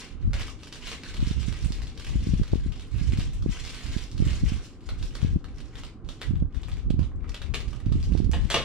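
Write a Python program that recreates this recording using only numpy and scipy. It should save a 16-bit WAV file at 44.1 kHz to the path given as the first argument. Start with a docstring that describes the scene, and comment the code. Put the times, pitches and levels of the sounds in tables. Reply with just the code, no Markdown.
"""Sharp snaps and fine crinkling come first: stiff plastic film is cut and pulled off a cardboard box
in a furnished room. Creases flex patches of film and tap the box; at the end scissors, modelled as
ringing modes, rattle on the table. A draught, probably from a fan, carries eddies past the two ports
of a camera microphone, each port on its own, over a steady hum of air made of shaped noise."""
import sys
import numpy as np
from scipy import signal
from scipy.fft import rfft, irfft
from scipy.io import wavfile

SR = 44100
rng = np.random.default_rng(int(sys.argv[2]) if len(sys.argv) > 2 else 0)


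def transcribe(u):
    """Save the signal u as a 16-bit wav file named by the first command-line argument.

    u: samples, shape (n,) or (channels, n), limited to [-1, 1]; the rate is SR.
    q: integer samples, one column per channel.
    """
    v = np.clip(np.atleast_2d(u).T, -1, 1)
    q = np.round(v * 32767).astype(np.int16)
    wavfile.write(sys.argv[1], SR, q)


N = 381024  # samples

# All levels in the tables are relative: later gains, filters or chance act on them.
# Pulls and squeezes of the hands on the film: start_s, hold_s, crinkle_level_db, middle_pitch_hz
HAND_PULLS = [(0.0, 0.0028, -39.5, 2570), (0.2, 0.0082, -58, 2120), (0.367, 0.054, -41, 2600),
              (0.632, 0.022, -51, 2790), (0.744, 0.025, -50, 3223), (0.843, 0.065, -40.5, 3050),
              (1.058, 0.078, -43, 2800), (1.219, 0.079, -41, 3130), (1.406, 0.26, -47.5, 3110),
              (1.73, 0.17, -54.5, 3500), (2.005, 0.38, -49, 3181), (2.457, 0.19, -53.5, 3208),
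              (2.677, 0.41, -61, 3070), (2.972, 0.25, -47.5, 3014), (3.335, 0.011, -51, 2900),
              (3.517, 0.49, -43.5, 3296), (4.241, 0.096, -39.5, 2630), (4.472, 0.039, -43, 3053),
              (4.576, 0.081, -52.5, 3300), (4.842, 0.075, -58, 2920), (4.991, 0.089, -51.5, 3720),
              (5.14, 0.15, -52.5, 2600), (5.521, 0.24, -58.5, 2600), (5.76, 0.046, -50.5, 2585),
              (6.096, 0.027, -56.5, 3790), (6.228, 0.027, -51, 2220), (6.557, 0.017, -54.5, 2230),
              (6.72, 0.061, -63.5, 2600), (7.231, 0.035, -57.5, 1722), (7.347, 0.12, -62.5, 2600),
              (7.601, 0.17, -58.5, 2600), (7.795, 0.18, -64, 3017), (8.004, 0.056, -54, 3930),
              (8.112, 0.11, -55, 3005), (8.42, .06, -52.5, 2988)]
PULL_RISE_DB_PER_S, PULL_FALL_DB_PER_S, SLACK_DB, SLACK_HZ = 282, 154, -77, 2600
# Single creases snapping:
# time_s, low_patch_hz, low_patch_db, high_patch_hz, high_patch_db, box_tap_db
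CREASE_SNAPS = [(0.0214, 2220, -23, 4240, -34, -23), (0.309, 2370, -38, 5040, -47, -30),
                (0.3336, 2480, -16, 4260, -15.5, -37), (0.3418, 2470, -17, 3620, -22, -36),
                (0.3973, 2300, -14.5, 5340, -25, -28), (0.4182, 3430, -24, 4220, -19, -17),
                (0.4821, 3200, -19.5, 4950, -30, -14), (0.592, 3120, -38, 3830, -39, -43),
                (0.6328, 3290, -26, 4500, -30, -25), (0.6717, 2950, -25, 4240, -41, -34),
                (0.7262, 3280, -22, 4800, -19.5, -48), (0.7577, 2340, -21.5, 3920, -33, -36),
                (0.8285, 3100, -32, 3620, -29, -47), (0.8717, 3010, -22.5, 3820, -19, -28),
                (0.9169, 2720, -15.5, 3700, -17, -16), (1.0352, 2600, -22, 4070, -20.5, -44),
                (1.1422, 2000, -23.5, 4080, -27, -36), (1.1679, 2770, -33, 3790, -22, -35),
                (1.2043, 3250, -30, 4090, -25, -21), (1.268, 3400, -31, 4540, -21, -49),
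                (1.3114, 3600, -24, 3640, -23, -44), (1.3992, 3360, -27, 3810, -28, -35),
                (1.4309, 3120, -19, 3770, -29, -26), (1.4816, 2840, -32, 8570, -30, -34),
                (1.5251, 3040, -20.5, 3630, -29, -32), (1.5886, 2330, -31, 6070, -30, -43),
                (1.6261, 3000, -42, 5170, -25, -44), (1.6472, 2690, -23, 8360, -23.5, -32),
                (1.722, 3480, -44, 4950, -16.5, -32), (1.7525, 3330, -40, 3700, -43, -44),
                (1.786, 2780, -27, 3700, -38, -37), (1.806, 2480, -36, 4240, -37, -29),
                (1.8196, 2455, -23, 4530, -25, -35), (1.8706, 3540, -25, 3860, -32, -49),
                (1.9757, 3290, -31, 4360, -26, -43), (1.9978, 3200, -29, 4650, -25, -26),
                (2.0466, 3280, -21, 5060, -28, -44), (2.0676, 2560, -21, 3607, -29, -28),
                (2.0933, 3510, -39, 4104, -26.5, -22), (2.206, 3580, -40, 4300, -30, -44),
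                (2.323, 3400, -30.5, 5150, -34, -37), (2.4332, 1750, -28, 4550, -26.5, -27),
                (2.4782, 2580, -40, 3600, -32.5, -46), (2.5175, 3420, -33, 4290, -30, -55),
                (2.5475, 2560, -36, 4160, -25.5, -29), (2.7224, 3120, -24.5, 3915, -30, -36),
                (2.759, 3470, -28, 3620, -39, -46), (2.7969, 3443, -22.5, 3660, -46, -38),
                (2.9434, 2470, -28.5, 4050, -46, -44), (2.9839, 3240, -30, 3700, -29, -30),
                (3.1227, 3083, -18, 3590, -28, -32), (3.1744, 3600, -25, 4350, -23, -44),
                (3.1976, 2670, -17.5, 4370, -19.5, -39), (3.2173, 2800, -21, 5040, -24, -42),
                (3.424, 3473, -35, 4763, -27.5, -22), (3.4915, 3414, -32, 3630, -40, -38),
                (3.6506, 1800, -29, 5075, -19, -34), (3.676, 3040, -25, 4850, -22, -33),
                (3.7458, 3020, -28, 4734, -24, -32), (3.8644, 3400, -31, 4070, -22, -30),
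                (3.916, 3250, -33, 4348, -26, -39), (3.9743, 2680, -35, 4600, -23, -40),
                (3.9825, 3450, -23, 4220, -27.5, -49), (4.0387, 2700, -44, 5466, -24.5, -37),
                (4.1156, 3568, -47, 5580, -25.5, -47), (4.1787, 3100, -43, 4500, -23, -41),
                (4.2755, 3179, -20.5, 3630, -41, -31), (4.3325, 1880, -32, 4000, -20.5, -30),
                (4.463, 3300, -26, 4670, -36, -39), (4.574, 3660, -48, 4333, -31, -45),
                (4.808, 3160, -36, 4480, -45, -48), (4.8906, 2199, -21.5, 4068, -18.5, -13.5),
                (4.9965, 3230, -39, 3980, -36, -44), (5.0271, 1816, -33, 4330, -20, -41),
                (5.064, 3550, -35, 3643, -35, -54), (5.1262, 2190, -34, 3840, -46, -43),
                (5.1529, 1827, -22, 4566, -19.5, -26), (5.1683, 1743, -37, 8660, -32, -36),
                (5.195, 2020, -29, 3750, -40, -52), (5.2171, 3380, -22, 3580, -32.5, -18.5),
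                (5.4436, 1790, -31.5, 3870, -26.5, -18.5), (5.5829, 2968, -38, 5013, -32, -48),
                (5.6038, 2800, -28.5, 4250, -31, -42), (5.7556, 1805, -30, 3620, -24, -43),
                (5.7855, 3016, -29, 5640, -32, -24), (5.8358, 3166, -20.5, 3780, -29, -17),
                (6.047, 3547, -41, 3640, -58, -47), (6.0898, 3605, -51, 3794, -18, -18),
                (6.2126, 3287, -25, 3620, -40, -38), (6.2165, 1772, -12, 3640, -16, -28),
                (6.356, 2021, -33, 3572, -34, -33), (6.5465, 1816, -27, 3570, -35, -43),
                (6.6334, 3570, -25.5, 3600, -28, -26), (6.6847, 2224, -23, 7910, -43, -21),
                (6.7171, 3550, -30, 3630, -26, -48), (6.77, 2443, -27.5, 4624, -33.5, -47),
                (6.9025, 3417, -30, 4204, -27, -29), (6.993, 2674, -24.5, 4590, -30, -20),
                (7.0306, 3566, -33.5, 3624, -30, -24), (7.0497, 1870, -43, 3905, -50, -33),
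                (7.1174, 1726, -50, 5290, -58, -25), (7.2438, 1684, -46, 3636, -56, -17.5),
                (7.2935, 2164, -27.5, 5206, -25, -41), (7.3444, 2770, -24, 3696, -18, -43),
                (7.4181, 1724, -23, 3800, -20, -41), (7.5398, 2610, -14.5, 3600, -18, -22),
                (7.5442, 3060, -7, 3660, -15, -10), (7.6049, 2323, -19.5, 4563, -22, -28),
                (7.6818, 2716, -27.5, 4947, -32, -54), (7.7302, 3140, -28.5, 3597, -38, -18),
                (7.8019, 1890, -29.5, 3640, -40, -36), (7.8598, 3200, -33, 4180, -31.5, -28),
                (7.9242, 3412, -26, 4680, -23.5, -17), (8.0287, 2860, -42, 4628, -22.5, -42),
                (8.1239, 2768, -24.5, 4485, -46, -49), (8.1635, 3574, -35, 3618, -43, -25),
                (8.1754, 2300, -39, 4698, -25, -38), (8.4357, 2354, -30, 3632, -38, -35),
                (8.469, 3460, -34, 3584, -41, -41)]
AFTER_S, AFTER_DB = .02, -7  # small creases after a snap: delay scale, greatest level against the snap
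# Film as the microphone colours it: frequency_hz, density_db (per Hz)
FILM_SPECTRUM = [(290, -5.5), (500, -2.5), (698, -7), (906, -7.5), (988, -3.5), (1230, -4.5), (1900, -4),
                 (3250, -4), (4280, -3.5), (8580, -1.5), (12500, -7.5), (16000, -13.5)]
# Modes of the cardboard wall under the film, before chance: frequency_hz, width_hz, level_db
BOX_MODES = [(1040, 110, -24), (1170, 50, -3), (1260, 97, 13.5), (1730, 360, 8.5), (660, 450, -10)]
# Scissors meeting the table:
# time_s, level_db, rattle_t60_s, table_thud_db (against level_db), brightness_db (per octave)
SCISSOR_TOUCHES = [(8.3155, -28, 0.009, -46, 24), (8.322, -39, 0.012, -13, 20),
                   (8.3343, -25.5, 0.19, -18.5, 1), (8.5013, -21.5, 0.2, -6.5, 12),
                   (8.5429, -14, 0.061, -4.5, 3), (8.562, -21.5, 0.099, -5.5, -10),
                   (8.579, -27, 0.1, -4.5, 1), (8.614, -30, 0.11, -9, 5)]
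# Modes of blades and handles: frequency_hz, width_hz, level_db
SCISSOR_MODES = [(556, 86, 2), (900, 150, 4), (1066, 120, 8), (1300, 200, -2), (1840, 230, 14),
                 (2380, 220, 2), (2670, 170, 0), (2920, 230, 11), (3456, 340, 2), (3930, 280, -10),
                 (4662, 190, -2), (5790, 160, -8), (7400, 3400, 0.5)]
# Spectrum of the knocked table top: frequency_hz, density_db (per Hz)
TABLE_SPECTRUM = [(300, -6.5), (450, -4), (545, 6.5), (614, -6), (678, 2), (774, -13), (1100, 3.5),
                  (1430, -1.5), (3520, 2.5), (10700, -26.5), (16000, -54)]
# Reverberation by band: frequency_hz, t60_s, echo_strength_db
ROOM_DECAY = [(290, 0.37, 4), (1220, 0.33, -3), (3500, 0.27, 1.1), (8500, 0.28, -1.5), (14800, 0.26, -7)]
NEAR_S, NEAR_DB = .025, -9.5  # first echoes from box, body and table: latest delay, middle strength
# Likeness of the two ports: frequency_hz, correlation (no unit)
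PORT_LIKENESS = [(100, 1), (300, 1), (700, 0.86), (1400, 0.69), (4000, 0.043), (12000, 0.027)]
# Lean between the two ports: frequency_hz, left_minus_right_db
PORT_LEAN = [(60, 16.5), (120, -4), (240, -1.5), (480, -1), (950, -0.5), (1890, 1.0), (3770, 1),
             (7520, -2.5), (15000, -9.5)]
# Gusts on one port: start_s, port (0 left, 1 right), hold_s, buffeting_level_db
PORT_GUSTS = [(0.145, 1, 0.28, -29), (0.263, 0, 0.092, -25), (0.436, 0, 0.11, -36), (0.818, 1, 0.11, -40),
              (0.871, 0, 0.069, -43), (1.08, 1, 0.15, -36), (1.16, 0, 0.16, -28), (1.205, 1, .35, -25),
              (1.556, 0, 0.31, -31.5), (1.63, 1, 0.07, -25), (1.743, 1, 0.13, -33), (1.953, 0, 0.14, -32),
              (2.106, 0, 0.3, -23), (2.113, 1, 0.3, -28), (2.511, 0, 0.19, -26), (2.53, 1, 0.14, -27),
              (2.761, 1, 0.066, -36.5), (2.942, 1, 0.099, -25), (2.95, 0, 0.08, -34), (3.051, 0, 0.18, -24),
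              (3.085, 1, 0.16, -22), (3.271, 0, 0.098, -30.5), (3.29, 1, 0.21, -29), (3.431, 0, 0.058, -23),
              (3.579, 1, 0.13, -35.5), (3.65, 0, 0.082, -37), (3.845, 1, 0.064, -29.5),
              (3.883, 0, 0.083, -34), (3.946, 1, 0.046, -24), (4.1, 0, 0.11, -33), (4.154, 1, 0.19, -22),
              (4.233, 0, 0.078, -25), (4.418, 0, 0.062, -22.5), (4.41, 1, 0.14, -26),
              (4.505, 0, 0.078, -33), (4.88, 0, 0.28, -34), (4.92, 1, 0.098, -28), (5.058, 1, 0.11, -34),
              (5.215, 0, 0.12, -23.5), (5.24, 1, 0.084, -27), (5.445, 0, 0.084, -29.5),
              (5.516, 1, 0.12, -35.5), (5.762, 0, 0.084, -34), (5.781, 1, 0.059, -37),
              (6.003, 1, 0.093, -36.5), (6.271, 1, 0.084, -23.5), (6.307, 0, 0.12, -25),
              (6.401, 1, 0.049, -23), (6.572, 0, 0.43, -26), (6.727, 1, 0.049, -32.5),
              (6.865, 1, 0.17, -23), (7.081, 0, 0.23, -31), (7.076, 1, 0.25, -35.5), (7.425, 0, 0.18, -28),
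              (7.678, 1, 0.071, -27), (7.85, 1, 0.3, -24), (7.881, 0, 0.22, -26), (8.117, 1, 0.26, -20.5),
              (8.195, 0, 0.071, -28.5), (8.348, 0, 0.0996, -23.5), (8.497, 0, 0.14, -33.5),
              (8.554, 1, 0.082, -34)]
GUST_RISE_DB_PER_S, GUST_FALL_DB_PER_S, CALM_DB = 350.5, 250, -48
# Eddies at middle air speed: frequency_hz, density_db (per Hz)
EDDY_SPECTRUM = [(8, -32), (25, 1.5), (50, 5.5), (90, -2), (160, -12.5), (280, -25), (500, -54.5),
                 (1000, -94)]
# Small sharp eddies that pop on one port: time_s, port (0 left, 1 right), level_db, pitch_hz (nominal)
PORT_PUFFS = [(0.277, 0, -17.5, 157), (1.228, 1, -16.5, 214), (1.274, 1, -20.5, 205.6),
              (1.312, 1, -16.5, 182.1), (1.484, 1, -16, 166), (1.661, 1, -19, 174.6),
              (1.706, 1, -23, 205.4), (2.158, 1, -17, 200), (2.271, 1, -20, 256), (2.272, 0, -20, 230),
              (2.291, 0, -18, 173.3), (2.338, 0, -11.5, 172.4), (2.338, 1, -18.5, 203),
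              (2.399, 0, -15.5, 204), (2.417, 1, -11, 165), (2.533, 0, -9.5, 262.8), (2.535, 1, -10.5, 327),
              (2.557, 0, -17.5, 274), (2.663, 1, -20.5, 207.7), (3.015, 1, -19, 176),
              (3.135, 1, -17.5, 231.6), (3.189, 0, -18, 174.1), (3.188, 1, -19.5, 195),
              (3.462, 1, -13.5, 272), (3.494, 0, -17, 158.7), (3.966, 1, -17, 217.8),
              (4.203, 1, -12.5, 179), (4.224, 1, -7.5, 153.2), (4.27, 1, -21, 233.6),
              (4.436, 1, -14.5, 194.7), (4.521, 1, -18, 194.2), (5.231, 0, -12.5, 130.1),
              (5.248, 0, -12.5, 164.5), (5.361, 0, -16, 194.7), (5.362, 1, -16, 230),
              (5.369, 0, -18, 180.6), (6.31, 1, -17.5, 196.5), (6.339, 0, -18.5, 166.7),
              (6.337, 1, -19, 189.9), (6.425, 1, -12, 194.3), (6.906, 1, -9.5, 207), (6.942, 1, -17, 198.7),
              (6.994, 1, -13.5, 192.4), (7.866, 1, -15, 181), (7.92, 1, -13, 196.9),
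              (7.955, 0, -19.5, 176.4), (7.958, 1, -18, 192.7), (8.121, 1, -13, 168.7),
              (8.152, 1, -11, 292.7), (8.203, 1, -13.5, 251), (8.295, 1, -15.5, 205.7),
              (8.37, 1, -25, 202.8), (8.453, 0, -17.5, 150.4)]
# Air noise of the room: frequency_hz, density_db (per Hz)
HUM_SPECTRUM = [(59, -4), (100, 2.5), (186, -4.5), (267, -1.5), (497, -14), (671, -25), (772, -17.5),
                (924, -30.5), (1020, -19.5), (1560, -27), (3470, -69.5), (8000, -75), (12000, -93),
                (22000, -120)]
HUM_DB = -46.5
EDGE_HZ = 15900  # upper band limit of the microphone signal


def snaps():
    """Impulsive release: prominent creases ring the film, and each taps the box at another spot."""
    film, box = np.zeros(N), np.zeros(N)
    chances = rng.uniform(-1, 1, (len(CREASE_SNAPS), 7, 6))
    for (s, low_hz, low_db, high_hz, high_db, box_db), luck in zip(CREASE_SNAPS, chances):
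        sign = np.sign(luck[0, 0])
        add(film, s, sign * gain_of(-4.0) * snap(low_hz, low_db, high_hz, high_db, luck[1]))
        spot = [(hz * (1 + 0.15 * a), width, db + 7.9 * b)
                for (hz, width, db), a, b in zip(BOX_MODES, luck[0, 1:], luck[2])]
        add(box, s, sign * gain_of(box_db - 8.5) * ring(spot, count=1000))
        for size, wait, pitch, *flex in luck[3:]:  # four small creases trail the snap
            late = s + 0.003 - AFTER_S * np.log(.51 + wait / 2.05)
            hz = np.sqrt(low_hz * high_hz) * 2 ** (.45 * pitch)
            level = size * gain_of(max(low_db, high_db) + AFTER_DB)
            add(film, late, level * crease(hz, flex, flex_db=-7.0))
    return coloured(film, FILM_SPECTRUM) + box


def snap(low_hz, low_db, high_hz, high_db, luck):
    """Slip and ring: quick slips set two patches of film ringing; the sharp edge carries the treble."""
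    t, out = np.arange(400) / SR, np.zeros(400)
    for hz, db, cycles in ((low_hz, low_db, .85), (high_hz, high_db, .95)):
        patch = np.exp(-hz * t / cycles) * np.sin(2 * np.pi * hz * t)
        out += gain_of(db) * patch / np.linalg.norm(patch)
    limits_hz = [low_hz / 1.06, min(high_hz * 1.39, 15000)]
    band = signal.butter(1, limits_hz, "bandpass", fs=SR, output="sos")
    edge = signal.sosfilt(band, np.eye(1, 400)[0])
    out += gain_of(-5.5 + max(low_db, high_db)) * edge / np.linalg.norm(edge)
    out[0] += gain_of(high_db - 12.5)
    slips = np.eye(1, 120)[0]
    slips[(6 + 30 * (luck[::2] + 1)).astype(int)] = .35 * luck[1::2]
    return np.convolve(out, slips)


def crinkle():
    """Crackling noise: small creases of chance size come in clumps; harder pulling folds more of them."""
    level_db, centre_hz = hands()
    per_s = 800 * gain_of(0.33 * (level_db + 50.5))
    clumped = per_s * gain_of(9. 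* np.tanh(.6 * wander(N, 70.)))
    happens = rng.random(N) < clumped / SR
    size = gain_of(4.8 * np.minimum(rng.exponential(1, N), 3.8)) * happens
    size *= rng.choice([-1, 1], N) / np.sqrt(per_s)  # more creases share the same effort
    pitches = np.geomspace(1200, 10000, 24)
    wanted_hz = centre_hz * 2 ** (.6 * rng.standard_normal(N))
    kind = np.searchsorted(pitches, wanted_hz).clip(0, 23)
    out = np.zeros(N)
    for k, hz in enumerate(pitches):
        tick = crease(hz, rng.uniform(-0.23, 1, 2), flex_db=0.5)
        out += signal.oaconvolve(size * (kind == k), tick)[:N]
    return gain_of(level_db - 7.5) * evened(coloured(out, FILM_SPECTRUM))


def hands():
    """Power summation: pulls add in power, and the strongest pull of the moment dominates the pitch."""
    start, hold, db, hz = np.transpose(HAND_PULLS)
    t, power = swells(start, hold, db, PULL_RISE_DB_PER_S, PULL_FALL_DB_PER_S)
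    slack = gain_of(SLACK_DB) ** 2
    total = slack + power.sum(0)
    level_db = 10 * np.log10(total)
    pitch_hz = (slack * SLACK_HZ + hz @ power) / total
    return [np.interp(np.arange(N) / SR, t, course) for course in (level_db, pitch_hz)]


def crease(hz, flex, flex_db):
    """Damped flexure: one tick of energy 1, a sharp edge and two patches flexing for a few cycles."""
    edge, t = np.eye(1, 200)[0], np.arange(200) / SR
    band = signal.butter(2, [hz / 4.2, min(hz * 1.92, 15000)], "bandpass", fs=SR, output="sos")
    tick = signal.sosfilt(band, edge) + 0.05 * (hz / 3000) ** 4.5 * edge
    patches = ((hz * (1 + 0.28 * flex[0]), flex_db), (hz * (1.62 + .5 * flex[1]), flex_db - 9.5))
    for patch_hz, db in patches:
        flexing = np.sin(2 * np.pi * min(patch_hz, 15000) * t)
        tick = tick + gain_of(db) * np.exp(-patch_hz * t * 0.56) * flexing
    return tick / np.linalg.norm(tick)


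def scissors():
    """Impact excitation: each touch rattles the loose blades and handles and knocks the table top."""
    t, rattle, knocks = np.arange(9000) / SR, np.zeros(N), np.zeros(N)
    noises = rng.standard_normal((len(SCISSOR_TOUCHES), 9000))
    for (s, db, t60, table_db, tilt_db), noise in zip(SCISSOR_TOUCHES, noises):
        bounces = noise ** 3 * gain_of(db - 20.5 - 60 * t / t60)  # uneven: a few bounces stand out
        bounces[0] += gain_of(db + 10.5)  # the first contact
        add(rattle, s, signal.oaconvolve(bounces, ring(SCISSOR_MODES, tilt_db)))
        add(knocks, s, gain_of(db + table_db - 60 * t / t60) * noise[::-1])
    soften = signal.butter(2, 9000., fs=SR, output="sos")  # the rattle has a soft treble
    return signal.sosfilt(soften, rattle) + coloured(knocks, TABLE_SPECTRUM)


def ring(modes, tilt_db=0, count=2000):
    """Modal superposition: dying sines of energy 1 in all; tilt_db per octave favours the high modes."""
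    t, out = np.arange(count) / SR, np.zeros(count)
    for hz, width, db in modes:
        level = gain_of(db + tilt_db * np.log2(hz / 2500)) * np.sqrt(width)
        out += level * np.exp(-np.pi * width * t) * np.sin(2 * np.pi * hz * t)
    return out / np.linalg.norm(out)


def room(x, wet_db):
    """Direct and reflected sound: right port first; echoes change steadily among four random patterns."""
    lean = gain_of(read(PORT_LEAN, np.fft.rfftfreq(N, 1 / SR)) / 2)
    late = np.append([0, 0], x[:-2])  # two samples later on the left
    out = irfft([rfft(late) * lean, rfft(x) / lean], N)
    turn = np.arange(N) / SR * 9.  # nine crossfades a second
    for k in range(4):
        share = np.cos(np.pi / 2 * ((turn - k + 2) % 4 - 2).clip(-1, 1))
        out += gain_of(wet_db) * signal.oaconvolve((x * share)[None], echoes(), axes=1)[:, :N]
    return out


def echoes():
    """Reverberant decay: single early echoes, then sparse random taps, each band dying at its own rate."""
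    taps = np.zeros((2, SR // 2))
    jitter = rng.integers(0, 10, (2, (SR // 2 - 101) // 10))
    at = np.arange(90, SR // 2 - 20, 10) + jitter
    np.put_along_axis(taps, at, rng.choice([-1., 1.], at.shape), 1)
    hz, t, z = signal.stft(taps, SR, nperseg=128)
    band, t60, strength_db = np.transpose(ROOM_DECAY)
    t60, strength_db = (read(np.c_[band, c], hz)[:, None] for c in (t60, strength_db))
    decaying = z * gain_of(strength_db - 60 * t / t60)
    tail = spread(*signal.istft(decaying, SR, nperseg=128)[1])
    near = np.zeros_like(tail)
    for wait, left, right in rng.uniform(-1, 1, (7, 3)):
        place = 40 + round((wait + 1) / 2 * NEAR_S * SR)
        near[:, place] = gain_of(NEAR_DB - 10.7 * wait) * np.array([left, 0.65 * left + .5 * right])
    return near + tail / np.sqrt(np.sum(tail ** 2) / 2)


def spread(left, other):
    """Partial coherence: two port signals share PORT_LIKENESS and differ in level by PORT_LEAN."""
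    hz = np.fft.rfftfreq(len(left), 1 / SR)
    same = np.clip(read(PORT_LIKENESS, hz), -1, 1)
    lean = gain_of(read(PORT_LEAN, hz) / 2)
    a, b = rfft(left), rfft(other)
    return irfft([a * lean, (same * a + np.sqrt(1 - same ** 2) * b) / lean], len(left))


def draught():
    """Frozen turbulence: a row of eddies is carried past each port; faster air is louder and higher."""
    start, port, hold, db = np.transpose(PORT_GUSTS)
    t, power = swells(start, hold, db, GUST_RISE_DB_PER_S, GUST_FALL_DB_PER_S)
    size = 3 * N
    shape = gain_of(read(EDDY_SPECTRUM, np.fft.rfftfreq(size, 1 / SR)))
    out = []
    for k in range(2):
        total = gain_of(CALM_DB) ** 2 + power[port.round() == k].sum(0)
        port_db = np.interp(np.arange(N) / SR, t, 10 * np.log10(total))
        row = irfft(rfft(rng.standard_normal(size)) * shape, size)
        lumps_db = 4.5 * np.tanh(wander(N, 14.34))
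        speed = np.clip(gain_of(.25 * (port_db + lumps_db + 28)), .3, 2.9)  # 1 is middle air speed
        passing = np.interp(np.cumsum(speed), np.arange(size), evened(row))
        out.append(gain_of(port_db + lumps_db) * passing)
    return np.array(out)


def puffs():
    """Pressure pulse: a quick push between two sucks, or the reverse, a little lopsided by chance."""
    out = np.zeros((2, N))
    times = np.transpose(PORT_PUFFS)[0]
    eddy = np.cumsum(np.diff(times, prepend=0) > .005)  # one eddy pushes both ports alike
    chances = rng.uniform(-1.03, 1, (len(PORT_PUFFS) + 1, 2))[eddy]
    for (s, port, db, hz), (sign, skew) in zip(PORT_PUFFS, chances):
        turns = np.arange(-2, 2, hz / SR)
        pop = np.exp(-(turns / 0.34) ** 2) * np.cos(2 * np.pi * (0.6 * turns - 0.21 * skew))
        add(out[round(port)], s - 2 / hz, np.sign(sign) * gain_of(db + 9.0) * pop)
    return out


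def hum():
    """Shaped broadband noise: the air noise of the room, its level wavering slowly."""
    shape = gain_of(read(HUM_SPECTRUM, np.fft.rfftfreq(N, 1 / SR)))
    air = irfft(rfft(rng.standard_normal((2, N))) * shape, N)
    return gain_of(HUM_DB + 0.73 * wander(N, 4.3)) * evened(spread(*air))


def swells(start, hold, db, rise, fall, step=100):
    """Exponential growth and decay: power of each swell as it rises, holds and falls; one row each."""
    t = np.arange(0, N + step, step) / SR
    start, hold, db = (np.asarray(c)[:, None] for c in (start, hold, db))
    level_db = db - rise * (start - t).clip(0) - fall * (t - start - hold).clip(0)
    return t, gain_of(level_db) ** 2


def wander(count, hz):
    """Low-passed noise: a slow random course of rms 1."""
    f = np.fft.rfftfreq(count, 1 / SR)
    return evened(irfft(rfft(rng.standard_normal(count)) / (1 + (f / hz) ** 4), count))


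def coloured(x, points):
    """Minimum-phase filtering: the phase of a causal filter of energy 1 follows from its log gain."""
    gain_db = np.maximum(read(points, abs(np.fft.fftfreq(4096, 1 / SR))), -100)
    log_gain = np.log(gain_of(gain_db))
    taps = np.fft.ifft(np.exp(np.conj(signal.hilbert(log_gain)))).real[:2048]
    return signal.oaconvolve(x, taps / np.linalg.norm(taps))[:len(x)]


def read(points, hz):
    """Logarithmic frequency scale: a table is interpolated along it."""
    f, value = np.transpose(points)
    return np.interp(np.log(hz + 1), np.log(f + 1), value)


def gain_of(db):
    """Decibel law: 20 dB is a factor of ten in amplitude."""
    return 10 ** (np.asarray(db) / 20)


def evened(x):
    """Root mean square: the signal is scaled to rms 1."""
    return x / np.sqrt(np.mean(x ** 2) + 1e-20)


def add(mix, s, sound):
    """Linear superposition: a sound is added from s seconds on and cut at the end of the mix."""
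    part = mix[..., round(s * SR):][..., :sound.shape[-1]]
    part += sound[..., :part.shape[-1]]


def scene():
    """Superposition of film, scissors, buffeting and hum at the two ports."""
    handling = room(snaps(), wet_db=-0.07) + room(crinkle(), wet_db=2.0) + room(scissors(), wet_db=-3.0)
    buffet = .5 * np.tanh((draught() + puffs()) / .5)  # the capsules yield under the strongest gusts
    return handling + buffet + hum()


def record(dry):
    """Band limitation: the bass roll-off of the microphone, then the upper limit."""
    firm = signal.sosfilt(signal.butter(2, 18., "highpass", fs=SR, output="sos"), dry)
    band_limit = signal.firwin(511, EDGE_HZ, window=("kaiser", 9), fs=SR)
    return signal.oaconvolve(firm, band_limit[None], "same")


dry = scene()
out = record(dry)
transcribe(out)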